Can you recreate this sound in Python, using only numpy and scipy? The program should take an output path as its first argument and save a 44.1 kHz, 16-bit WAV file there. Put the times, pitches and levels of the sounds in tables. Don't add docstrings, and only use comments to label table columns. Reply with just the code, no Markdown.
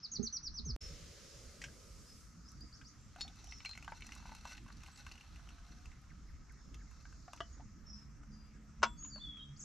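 import sys
import numpy as np
from scipy import signal
from scipy.io import wavfile

SR = 44100
rng = np.random.default_rng(int(sys.argv[2]) if len(sys.argv) > 2 else 0)


def attenuation_scalar(level_db):
    decades = np.asarray(level_db, float) / 20
    return 10 ** decades


def master(y):
    cut = np.clip(np.atleast_2d(y).T, -1, 1)
    pcm = np.round(cut * 32767)
    wavfile.write(sys.argv[1], SR, pcm.astype(np.int16))


N = 425124
CHANGE_S = .7631

# f/Hz, level/dB, time to fade by 60 dB/s
MUG = [(866, -17, 0.091), (938, -17, 0.2), (1500, -9, 0.11), (2160, 0.5, 0.0097), (2680, -6, 0.042),
       (4290, -1, 0.017), (5900, -2.5, 0.019)]


def rms_one(x):
    return x / np.sqrt(np.mean(x ** 2) + 1e-20)


def in_time(rows):
    s, *columns = np.transpose(rows)
    return [np.interp(np.arange(N) / SR, s, c) for c in columns]


def ramp(span):
    return np.interp(np.arange(N) / SR, span, (0, 1))


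def sounding(rows, db):
    t = np.arange(N) / SR
    start, end = rows[0][0], rows[-1][0]
    fades = np.minimum(t - start, end - t) * 10 + (start < 1)
    return attenuation_scalar(db) * np.clip(fades, 0, 1) * (t >= start)


def at_hz(points, hz):
    points = np.array(points)
    return np.interp(np.log(hz), np.log(points[:, 0]), points[:, 1])


def drift(rate):
    r = np.exp(-80 * np.pi * rate / SR)
    slow = signal.lfilter([1], [1, -2 * r, r * r], rng.standard_normal(N // 40 + 2002))[2000:]
    return np.interp(np.arange(N) / 40, np.arange(len(slow)), rms_one(slow))


def ring(clicks, hz, t60):
    r = attenuation_scalar(-60 / (t60 * SR))
    w = 2 * np.pi * hz / SR
    return signal.lfilter([0, np.sin(w)], [1, -2 * r * np.cos(w), r * r], clicks + 1e-18)


def band(x, low_hz, high_hz):
    return signal.sosfilt(signal.butter(2, [low_hz, high_hz], "band", fs=SR, output="sos"), x)


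def low_pass(x, order, hz):
    return signal.sosfilt(signal.butter(order, hz, fs=SR, output="sos"), x)


def pan(x, left_db):
    return x * attenuation_scalar([[left_db / 2], [-left_db / 2]])


def banded_noise(spectrum, patchy_db, flicker, count):
    # f/Hz, likeness from 0 to 1
    likeness = [(60, 0.84), (150, 0.98), (380, 0.53), (940, 0.52), (2360, 0.79), (5910, 0.43),
                (14800, 0.083)]
    edges = np.geomspace(spectrum[0][0], spectrum[-1][0], count + 1)
    centres = np.sqrt(edges[1:] * edges[:-1])
    white, together, bands = rng.standard_normal((2, 2, N)), drift(4.6), []
    for k, hz in enumerate(centres):
        mid, side = band(white[k % 2], edges[k], edges[k + 1])
        alike = np.clip(at_hz(likeness, hz), 0, 1)
        gain = attenuation_scalar(at_hz(spectrum, hz) + patchy_db * (0.15 * together + drift(flicker)))
        bands.append(gain * (np.sqrt(1 + alike) * mid + np.sqrt(1 - alike) * side * [[1], [-1]]))
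    bands = np.array(bands)
    return centres, bands / np.sqrt(np.mean(np.sum(bands, axis=0) ** 2))


def whistle(notes, rough_db, waver):
    out = np.zeros(N)
    flutter = attenuation_scalar(rough_db * drift(62))
    wobble = 1 + waver * drift(59)
    for rows in notes:
        s, hz, db = np.transpose(rows)
        at = np.arange(int(s[0] * SR), min(int(s[-1] * SR), N))
        t = at / SR
        ends = np.clip(np.minimum(t - s[0], s[-1] - t) / 0.0013, 0, 1)
        phase = np.cumsum(2 * np.pi * np.interp(t, s, hz) * wobble[at] / SR)
        out[at] += np.sqrt(2) * attenuation_scalar(np.interp(t, s, db)) * ends * flutter[at] * np.sin(phase)
    return out


def scatter(x, t60, wet_db, alike):
    t = np.arange(int(.6 * SR)) / SR
    mid, side = rng.standard_normal((2, len(t))) * attenuation_scalar(-60 * t / t60) * np.clip(t / 0.0061, 0, 1)
    cloud = mid + np.sqrt(np.clip(1 - alike, 0, 1)) * side * np.array([[1], [-1]])
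    cloud = cloud / np.sqrt(np.sum(mid ** 2))
    return attenuation_scalar(wet_db) * signal.fftconvolve(x[None], cloud, axes=1)[:, :N]


def strike(hits, modes, shorten, crack_db, crack_hz):
    at = np.array([round(s * SR) for s, db in hits])
    db = np.array(hits)[:, 1]
    first, span = at[0], at[-1] - at[0] + SR // 2
    chance = rng.standard_normal((len(hits), len(modes)))
    out, clicks = np.zeros(N), np.zeros(span)
    for k, (hz, level_db, t60) in enumerate(modes):
        clicks[at - first] = attenuation_scalar(db + level_db + 1.1 * chance[:, k]) * np.sign(chance[:, 0])
        out[first:first + span] += ring(clicks, hz, np.clip(t60 * shorten, .01, .4))
    clicks[at - first] = attenuation_scalar(db + crack_db)
    fading = signal.lfilter([1], [1, -np.exp(-1 / (0.0015 * SR))], clicks + 1e-18)
    out[first:first + span] += band(fading * rng.standard_normal(span), crack_hz / 8, crack_hz)
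    return out


def splashes(rows, splash_s, cycles, ring_db, mug_db, above):
    t = np.arange(int(.08 * SR)) / SR
    spray, rings = np.zeros((4, N + len(t))), np.zeros(N + len(t))
    noise = rng.standard_normal((len(rows), len(t))) * np.exp(-t / splash_s) * np.clip(t / .0012, 0, 1)
    for (s, peak_db, hz, spray_db, narrow_db), puff in zip(rows, noise):
        octaves_off = np.abs(np.log2(np.array((1150, 2500, 4950, 11000)) / (above * hz)))
        at = slice(round(s * SR), round(s * SR) + len(t))
        spray[:, at] += attenuation_scalar(spray_db - narrow_db * octaves_off)[:, None] * puff
        life = cycles / np.sqrt(hz * 1000)
        tone = np.sin(2 * np.pi * hz * t * (1 + 0.0266 * t / life))
        rings[at] += attenuation_scalar(peak_db + ring_db) * np.exp(-t / life) * np.clip(t * hz, 0, 1) * tone
    out = rings[:N]
    lows, highs, lifts_db = (730, 1800, 3500, 9000), (1800, 3500, 7000, 15000), (14.0, 13.5, 12, 15)
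    for part, low_hz, high_hz, lift_db in zip(spray[:, :N], lows, highs, lifts_db):
        body = sum(attenuation_scalar(db + mug_db) * ring(part, hz, t60)
                   for hz, db, t60 in MUG if low_hz * 1.05 < hz < high_hz * 1.05)
        out = out + attenuation_scalar(lift_db) * (band(part, low_hz, high_hz) + body)
    return out


def road():
    # t/s, level/dB
    traffic = [
        (0, -60),
        (.76, -48.5),
        (1.0, -60),
        (2.2, -60),
        (4.3, -55.5),
        (4.7, -59),
        (5.7, -54),
        (9.64, -57.5),
    ]
    # f/Hz, level per Hz/dB
    rumble_colour = [(20, -12.5), (36, -9.5), (50, -2.5), (70, -7.5), (100, -5.5), (170, -8.5), (230, -11),
                     (330, -19.5), (420, -41.5)]
    # t/s, f/Hz, level/dB
    engine_path = [
        (7.6, 71.4, -67.5),
        (9.64, 71.57, -63.5),
    ]
    # multiple of the firing pitch, level/dB
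    orders = [(1, -13), (2, 0.5), (3, 3.5), (4, -4.5)]
    deep_db, = in_time(traffic)
    upper_db = -64.5 + 0.075 * (deep_db - deep_db.mean())
    centres, bands = banded_noise(rumble_colour, patchy_db=2.5, flicker=6.9, count=11)
    deep, upper = rms_one(bands[centres < 90].sum(axis=0)), rms_one(bands[centres >= 90].sum(axis=0))
    hz, db = in_time(engine_path)
    phase = np.cumsum(2 * np.pi * hz * (1 + 0.02 * drift(8.23)) / SR)
    engine = sum(attenuation_scalar(level_db + 5.0 * drift(9) - 2) * np.sin(k * phase) for k, level_db in orders)
    lumps = attenuation_scalar(2.02 * drift(7.7))
    noise = lumps * (attenuation_scalar(deep_db) * deep + attenuation_scalar(upper_db + 2.5) * upper)
    return noise + sounding(engine_path, db) * engine


def field():
    # f/Hz, level per Hz/dB
    air_colour = [(330, -15.5), (500, -11.5), (900, -12.5), (1250, -5), (1600, -8), (2000, -11.5),
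                  (3400, -21.5), (4000, -19.5), (4800, -24), (6500, -6), (8500, -45), (12500, -25),
                  (15000, -51)]
    # f/Hz, level per Hz/dB
    chorus_colour = [(3500, -15), (4300, -6.5), (5000, -0.5), (6000, -2.5), (7000, -0.5), (8200, -34.5)]
    # t/s, level/dB
    chorus_level = [(0, -64.5), (.76, -65), (.81, -60.5), (2.3, -71), (3.05, -74.5), (3.5, -69),
                    (4.1, -71.5), (4.8, -78), (5.6, -76), (6.2, -77), (7.4, -68), (8.0, -81.5), (9.64, -82)]
    chorus_db, = in_time(chorus_level)
    outdoors = int(CHANGE_S * SR)
    centres, air = banded_noise(air_colour, patchy_db=2.4, flicker=9.3, count=18)
    air[centres > 6800, :, :outdoors] *= attenuation_scalar(-8)
    hollow = attenuation_scalar(-7.5) * rms_one(ring(rng.standard_normal(N), 1270, 0.037))
    centres, chorus = banded_noise(chorus_colour, patchy_db=1.6, flicker=5, count=10)
    chorus[centres > 6500, :, :outdoors] *= attenuation_scalar(-6)
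    out = attenuation_scalar(-70.5) * (air.sum(axis=0) + hollow) + attenuation_scalar(chorus_db) * chorus.sum(axis=0)
    dull = low_pass(out, 16, 6500) + attenuation_scalar(-6 + 5 * drift(15)) * band(out, 7800, 12000)
    return np.where(np.arange(N) < CHANGE_S * SR, dull, out)


def falling_notes():
    # t/s, level/dB
    falling = [
        (5.915, -72),
        (6.1, -68),
        (6.287, -71.5),
        (6.494, -66),
        (6.803, -68.5),
    ]
    notes = [[(s, 2350, db), (s + 0.022, 1300, db - 2)] for s, db in falling]
    return whistle(notes, rough_db=1.5, waver=0.03)


def far_whistles():
    # t/s, length/s, from f/Hz, to f/Hz, level/dB
    whistles = [(0.799, 0.095, 5370, 5320, -55.5), (0.814, 0.079, 6000, 5600, -64),
                (2.07, 0.065, 5120, 5140, -63.5), (3.3, .06, 5430, 5480, -78),
                (3.342, 0.084, 6100, 5970, -75), (6.595, 0.13, 5300, 5280, -79.5),
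                (3.43, 0.18, 5900, 5750, -67.5), (3.436, 0.2, 5480, 5320, -65.5),
                (7.519, 0.13, 6710, 6620, -74), (7.853, 0.16, 5440, 5135, -62.5),
                (7.865, 0.13, 5800, 5640, -68), (8.308, 0.22, 4820, 4870, -77),
                (8.817, 0.11, 7540, 7560, -71), (8.968, 0.033, 4650, 4480, -69),
                (9.387, 0.08, 3780, 3640, -67)]
    shape = ((0, -8), (.15, 0), (.8, -3), (1, -14))
    notes = [[(s + share * length, a + share * (b - a), db + loss_db) for share, loss_db in shape]
             for s, length, a, b, db in whistles]
    return whistle(notes, rough_db=4.5, waver=0.0039)


def quick_glides():
    # t/s, length/s, from f/Hz, to f/Hz, level/dB
    glides = [(2.058, .016, 4760, 5100, -68), (2.447, 0.046, 4970, 5310, -67),
              (2.48, 0.017, 5220, 6440, -58.5), (2.567, 0.051, 4650, 4640, -71),
              (2.608, 0.024, 4620, 5300, -58), (2.726, 0.039, 4510, 6500, -60),
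              (2.846, 0.045, 4470, 6720, -59.5), (6.266, .03, 5030, 5530, -74),
              (6.586, 0.021, 5060, 5500, -73), (6.868, 0.031, 2200, 1750, -74),
              (2.98, 0.05, 7350, 7500, -75), (3.027, .07, 7500, 7400, -78), (4.92, .08, 7800, 7730, -72),
              (9.563, 0.021, 4300, 8300, -64), (9.593, 0.023, 7380, 5100, -52),
              (9.603, 0.035, 7800, 7200, -59), (9.625, 0.012, 6270, 7400, -46.5)]
    notes = [[(s, a, db), (s + length, b, db - 9)] for s, length, a, b, db in glides]
    return whistle(notes, rough_db=2.0, waver=0.012)


def three_note_song():
    # t/s, f/Hz, level/dB
    high = [
        (8.972, 6400, -68),
        (8.99, 6590, -58),
        (9.04, 6760, -50.5),
        (9.09, 6830, -59),
        (9.108, 6630, -65),
    ]
    middle = [
        (9.102, 4810, -62),
        (9.14, 4540, -51),
        (9.161, 4560, -51),
        (9.185, 4300, -61),
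        (9.198, 3800, -69),
    ]
    low = [
        (9.198, 3420, -61),
        (9.227, 3550, -53),
        (9.286, 3363, -51.5),
        (9.379, 3314, -56.5),
        (9.41, 3150, -52),
        (9.443, 3364, -58),
        (9.475, 3230, -89),
        (9.54, 3310, -81),
    ]
    return whistle([high, middle, low], rough_db=2.5, waver=0.0051)


def hooked(rows, hook, shape_db):
    start, top_at, middle_at, fall_left = hook
    return [[(s, start * top, db + shape_db[0]),
             (s + top_at * length, top, db + shape_db[1]),
             (s + middle_at * length, end + fall_left * (top - end), db + shape_db[2]),
             (s + length, end, db + shape_db[3])]
            for s, length, top, end, db in rows]


def near_bird():
    # t/s, length/s, top f/Hz, end f/Hz, level/dB
    upper = [(.115, 0.044, 6730, 5560, -44), (.227, 0.038, 6700, 5600, -44), (.325, 0.047, 6170, 5570, -42),
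             (.429, 0.051, 6070, 5150, -48.5), (.54, 0.059, 6040, 5160, -51),
             (.649, 0.063, 6500, 5170, -49)]
    # t/s, length/s, top f/Hz, end f/Hz, level/dB
    lower = [(.029, 0.039, 5540, 3800, -42), (.154, 0.022, 5030, 3820, -37.5),
             (.265, 0.017, 4910, 3840, -37), (.36, 0.02, 5620, 3940, -40), (.462, 0.023, 5330, 3960, -38.5),
             (.573, 0.027, 5200, 3680, -41), (.69, 0.027, 5520, 4100, -40.5)]
    upper_hook, lower_hook = (.92, 0.18, 0.49, 0.43), (0.87, 0.22, 0.6, 0.5)
    upper_db, lower_db = (-4, 0, -1, -4), (-15, -6, 0, -13)
    notes = hooked(upper, upper_hook, upper_db) + hooked(lower, lower_hook, lower_db)
    return whistle(notes, rough_db=1.2, waver=0.004)


def birds():
    falling, far, song = falling_notes(), far_whistles(), three_note_song()
    glides, near = quick_glides(), near_bird()
    echoes = scatter(near, t60=0.14, wet_db=-10.0, alike=0.3)
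    echoes += scatter(attenuation_scalar(-3) * far + attenuation_scalar(-6) * song + glides, t60=0.36, wet_db=-1, alike=0.17)
    leaves = scatter(attenuation_scalar(-17) * near + glides + attenuation_scalar(4) * falling, t60=0.025, wet_db=-6, alike=.6)
    leaves = low_pass(leaves, 6, 6900)
    near = near + attenuation_scalar(-9) * band(near ** 2, 7000, 14000)
    direct = pan(near, -1.5) + pan(far, -.6) + pan(song, 1.5) + pan(attenuation_scalar(-0.5) * glides, -.4)
    return direct + falling + echoes + leaves


def housing_knocks():
    # f/Hz, level/dB, time to fade by 60 dB/s
    housing = [(227, -4.5, 0.13), (406, -5.5, 0.09), (790, -18.5, 0.083), (114, -13.5, 0.033)]
    # t/s, level/dB
    hits = [
        (.186, -45),
        (.195, -30.5),
        (.215, -37.5),
        (.235, -39.5),
        (.595, -50),
        (.665, -48.5),
        (.695, -46),
    ]
    return band(strike(hits, housing, shorten=0.94, crack_db=-32, crack_hz=605), 60, 296)


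def handling_push():
    # t/s, f/Hz, level/dB
    swell = [
        (.66, 206, -52),
        (.69, 142, -41.5),
        (.72, 68.7, -46.5),
        (.76, 40, -40),
    ]
    return whistle([swell], rough_db=0.5, waver=0.0079)


def flame_spits():
    # t/s, peak level/dB
    spits = [(2.4907, -57), (2.518, -51), (2.6077, -54), (2.8871, -62), (3.0123, -63), (3.161, -70),
             (3.209, -51), (3.2777, -67), (3.3585, -71), (3.4718, -57), (3.584, -74), (3.6484, -70),
             (3.7033, -59), (3.7307, -63), (3.7741, -67), (3.9143, -58), (3.9726, -62), (4.0071, -53),
             (4.0654, -55), (4.0899, -70), (4.1507, -52), (4.3174, -63), (4.35, -52), (4.4106, -69),
             (4.4466, -71), (4.5189, -73), (4.6401, -60), (4.7194, -62), (4.8053, -63), (4.8432, -66),
             (4.8724, -53), (4.923, -63), (5.0662, -66), (5.1116, -65), (5.3585, -65), (5.4737, -76),
             (5.596, -66), (5.8234, -71), (6.0165, -63), (6.1058, -72), (6.5228, -56), (6.7418, -73),
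             (6.912, -60), (7.0252, -63), (7.125, -67)]
    return band(strike(spits, [], shorten=1, crack_db=-0.5, crack_hz=11900), 4500, 11400)


def steam():
    # t/s, level/dB
    hiss = [
        (.8, -66),
        (1.8, -67),
        (2.2, -66),
        (2.4, -80.5),
        (5.5, -78.5),
        (6.3, -88),
    ]
    # f/Hz, level per Hz/dB
    colour = [(330, -9), (520, -4.5), (750, -53), (1100, -13), (2200, -8), (4000, -8), (5600, -12),
              (8000, -15), (12700, -25.5), (15000, -32)]
    centres, bands = banded_noise(colour, patchy_db=.4, flicker=10, count=13)
    group = np.digitize(centres, (800, 4500))
    db, = in_time(hiss)
    body_db = -19 * ramp((1.8, 2.5))
    middle_db = 6 - 31.5 * ramp((0.59, 4.13)) * (1 - ramp((2.4, 3.2)))
    return sum(sounding(hiss, db + share_db) * rms_one(bands[group == k].sum(axis=0))
               for k, share_db in enumerate((body_db, middle_db, 0)))


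def touches():
    # t/s, peak level/dB, ring f/Hz, spray level/dB
    rows = [
        (1.616, -42, 1840, -43),
        (1.639, -38.5, 1540, -39),
        (1.684, -50.5, 1550, -64),
        (2.813, -50, 1500, -58),
        (7.374, -55, 1250, -59),
        (9.025, -54, 1237, -67),
        (9.047, -53, 1004, -53.5),
        (9.158, -50.5, 580, -54.5),
        (9.181, -52, 1010, -65),
        (9.369, -56, 1250, -59),
    ]
    rows = [(*row, 10.5) for row in rows]
    return splashes(rows, splash_s=0.0081, cycles=8.3, ring_db=-3.5, mug_db=-45, above=1.81)


def lid():
    # f/Hz, level/dB, time to fade by 60 dB/s
    modes = [(3550, -13, 0.14), (3800, -2, 0.082), (4380, 1.5, 0.17), (4300, -3, 0.13), (4570, -14, .05),
             (5140, -4, 0.12), (5940, -18, 0.13), (5550, -15, 0.4), (6500, -29, 0.12), (6998, -9, 0.17),
             (9500, -12, 0.059)]
    # t/s, level/dB
    hits = [
        (3.209, -42),
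        (3.214, -41),
    ]
    return strike(hits, modes, shorten=0.6, crack_db=-16, crack_hz=16000)


def rim():
    # f/Hz, level/dB, time to fade by 60 dB/s
    modes = [(4165, 0, 0.18), (4100, -5, 0.08)]
    # t/s, level/dB
    hits = [
        (3.658, -44.5),
        (3.693, -49),
        (3.712, -49),
    ]
    return strike(hits, modes, shorten=0.74, crack_db=6.0, crack_hz=6500)


def handle():
    # f/Hz, level/dB, time to fade by 60 dB/s
    modes = [(680, -7.5, 0.18), (1250, 5, 0.028), (1600, 1, 0.02), (1935, -17.5, 0.17), (2900, -2, 0.047),
             (2990, -18.5, 0.21), (3210, -17, 0.15), (4160, -25, .12), (4480, -22, 0.12), (5370, -18, .04)]
    # t/s, level/dB
    hits = [
        (7.4052, -39.5),
        (7.409, -39),
    ]
    return strike(hits, modes, shorten=0.68, crack_db=-6, crack_hz=5000)


def kettle_clank():
    # f/Hz, level/dB, time to fade by 60 dB/s
    kettle, wire = [(460, -23, 0.077), (700, -27, 0.021), (958, -25, 0.41), (1084, -12, 0.1),
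                    (1110, -10, 0.071), (1280, -0.5, 0.042), (1510, -7.5, 0.059), (1950, -15, 0.054),
                    (2200, -10, 0.017), (2700, -6.5, 0.022), (4330, -24, 0.054), (5150, -15.5, 0.033),
                    (6000, -10, .02), (1432, -15, .17)], [(3430, 0, .3), (3390, -8, .2)]
    # t/s, level/dB
    kettle_hits = [
        (8.821, -46),
        (8.8278, -39),
        (8.8302, -24.5),
        (8.8323, -20),
        (8.836, -21.5),
        (8.8385, -26.5),
        (8.8435, -27),
        (8.851, -36),
        (8.862, -48),
    ]
    # t/s, level/dB
    wire_hits = [
        (8.8325, -56),
        (8.845, -56),
    ]
    clank = band(strike(kettle_hits, kettle, shorten=0.46, crack_db=1.5, crack_hz=4300), 430, 7300)
    return clank + strike(wire_hits, wire, shorten=1, crack_db=-30, crack_hz=4000)


def trickle():
    # t/s, level/dB
    flow = [
        (3.1, -65),
        (3.5, -70.5),
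        (3.75, -62.5),
        (4.7, -64),
        (5.3, -70),
        (5.7, -68.5),
        (6.2, -83),
        (7.3, -74),
    ]
    # t/s, f/Hz, level/dB
    mug_air = [
        (5.38, 665, -86),
        (5.7, 700, -81.5),
        (6.05, 790, -87),
    ]
    db, = in_time(flow)
    drops_per_s = 420 * attenuation_scalar(0.32 * (db + 63.0))
    sizes = attenuation_scalar(4.5 * np.minimum(rng.exponential(1, N), 2.2)) * rng.choice([-1, 1], N)
    clumps = attenuation_scalar(6.8 * drift(9.2))
    marks = sizes * (rng.random(N) < drops_per_s * clumps / SR) + 1e-18
    fading = signal.lfilter([1], [1, -np.exp(-1 / (0.0016 * SR))], np.abs(marks))
    puffs = fading * rng.standard_normal(N)
    ticks = rms_one(band(puffs, 1760, 7100))
    pitches, dealt = np.geomspace(850, 6000, 10), rng.integers(0, 10, N)
    bubbles = rms_one(sum(ring(marks * (dealt == k), hz, 30.0 / hz) for k, hz in enumerate(pitches)))
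    stream = rms_one(puffs) + attenuation_scalar(-25) * rng.standard_normal(N) * np.sqrt(clumps)
    wall = rms_one(sum(attenuation_scalar(db_mode) * ring(stream, hz, .7 * t60) for hz, db_mode, t60 in MUG))
    mix = attenuation_scalar(-7) * ticks + attenuation_scalar(-10) * bubbles + attenuation_scalar(-3) * wall
    mix = band(band(mix, 640, 8600), 600, 13000)
    fizz = attenuation_scalar(-10.5) * rms_one(band(stream, 11000, 13500))
    return sounding(flow, db) * (mix + fizz) + whistle([mug_air], rough_db=-5.0, waver=0.016)


def pouring():
    # t/s, peak level/dB, ring f/Hz
    glugs = [(3.185, -36, 760), (3.249, -36, 720), (3.272, -42.5, 770), (3.298, -41, 734), (3.44, -44, 720),
             (3.475, -44, 734), (4.225, -39, 900), (4.276, -46, 880), (4.335, -43, 870), (3.522, -30, 2060),
             (3.603, -37, 2180), (3.732, -41, 2560), (3.878, -27.5, 1500), (3.92, -21.5, 870),
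             (4.021, -30.5, 2160), (4.09, -34, 1840), (4.255, -31.5, 910), (4.318, -28.5, 840),
             (4.578, -39, 2510), (4.701, -39, 1080), (7.053, -38.5, 1530), (7.279, -30.5, 700),
             (7.281, -44, 1270), (7.597, -36, 700), (7.604, -35.5, 835), (7.578, -51, 1150)]
    # t/s, peak level/dB, ring f/Hz, spray level/dB
    splats = [(3.16, -33.5, 690, -46), (3.212, -42, 4470, -50), (3.279, -25.5, 3380, -52.5),
              (3.4, -42, 3800, -67), (3.47, -38, 3000, -61), (3.49, -39, 3500, -62),
              (3.845, -46, 2560, -51), (3.649, -21, 2650, -44.5), (3.66, -21.5, 2220, -50),
              (3.691, -46, 2600, -48.5), (3.775, -28.5, 2080, -45.5), (3.825, -31, 2510, -50.5),
              (4.066, -43, 4500, -49), (4.12, -31.5, 2690, -45.5), (4.349, -40, 3900, -49),
              (4.452, -26, 938, -39.5), (4.519, -43, 2540, -47), (4.834, -83, 2720, -49.5),
              (5.065, -37, 1500, -44), (5.114, -30.5, 2620, -51.5), (5.209, -36, 2680, -55),
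              (5.856, -46, 2940, -53), (6.743, -32.5, 3230, -51.5), (7.332, -45, 1630, -40.5),
              (7.402, -39, 1240, -61)]
    # t/s, peak level/dB, ring f/Hz
    drips = [(3.358, -52, 6000), (3.442, -44, 5700), (3.512, -47, 4100), (3.583, -51, 5350),
             (3.752, -43, 2060), (3.971, -64, 845), (4.007, -47, 2150), (4.151, -42.5, 6800),
             (4.162, -47.5, 1040), (4.2, -50, 930), (4.292, -41.5, 900), (4.41, -51, 4160),
             (4.551, -49, 2500), (4.662, -45.5, 1004), (4.683, -47, 1500), (4.725, -50, 4200),
             (4.769, -52, 4410), (4.804, -59, 2710), (4.862, -44, 2700), (4.875, -52, 960),
             (4.884, -45, 1030), (4.914, -52, 4340), (4.959, -48, 4330), (4.974, -47, 6780),
             (4.989, -52, 5900), (5.119, -43, 4230), (5.139, -57, 2710), (5.154, -46, 2740),
             (5.178, -47.5, 2720), (5.24, -49.5, 1270), (5.334, -55, 1270), (5.359, -46.5, 2700),
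             (5.394, -47.5, 1330), (5.472, -49.5, 1270), (5.489, -44.5, 2930), (5.504, -48, 1280),
             (5.583, -49, 1460), (5.917, -52, 1950), (6.04, -59, 1360), (6.912, -55, 1500),
             (7.125, -50.5, 1480), (7.361, -51, 900), (7.362, -50, 6000), (7.375, -53, 2870),
             (4.529, -48, 4200), (4.578, -56, 4300), (4.687, -50, 1110), (8.233, -50.5, 1270)]
    blobs = [(s, db, hz, db - 7.5, 22) for s, db, hz in glugs]
    blobs += [(*row, 5) for row in splats]
    drops = [(s, db, hz, db - 10, 5.5) for s, db, hz in drips]
    water = splashes(blobs, splash_s=0.0033, cycles=6.8, ring_db=-16, mug_db=-34.5, above=0.92)
    water = water + trickle()
    water += splashes(drops, splash_s=0.0038, cycles=4.0, ring_db=-4.5, mug_db=-32.0, above=1.0)
    return water - .6 * band(water, 2950, 3750)


def scene():
    outside = pan(road(), -1.2) + field() + birds()
    handling = pan(housing_knocks(), -23.0) + handling_push()
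    metal = lid() + rim() + handle() + kettle_clank()
    wet = pouring() + touches()
    near = pan(wet, 0.85) + pan(metal, 2.7) + scatter(wet + metal, t60=0.096, wet_db=-9.5, alike=0.88)
    near = low_pass(near, 3, 7800)
    return outside + handling + pan(flame_spits(), -5.3) + pan(steam(), -1.6) + near


def band_limit(x):
    return signal.sosfilt(signal.butter(12, 15400, fs=SR, output="sos"), x)


def record(dry):
    resume_s, fade_s = .8055, .012
    t = np.arange(N) / SR
    gate = (t < CHANGE_S) + np.clip((t - resume_s) / fade_s, 0, 1)
    after = np.maximum(t - CHANGE_S, 0)
    wobble = 0.086 * np.exp(-after / 0.0022) * np.cos(2 * np.pi * 97 * after)
    step = (t >= CHANGE_S) * (np.exp(-after / 0.001) + wobble)
    step -= (t < CHANGE_S) * np.exp(np.minimum(t - CHANGE_S, 0) / 0.003)
    x = dry * gate + attenuation_scalar(-45.0) * step
    x = signal.sosfilt(signal.cheby2(12, 70, 15800, fs=SR, output="sos"), x)
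    return band_limit(x)


dry = scene()
out = record(dry)
master(out)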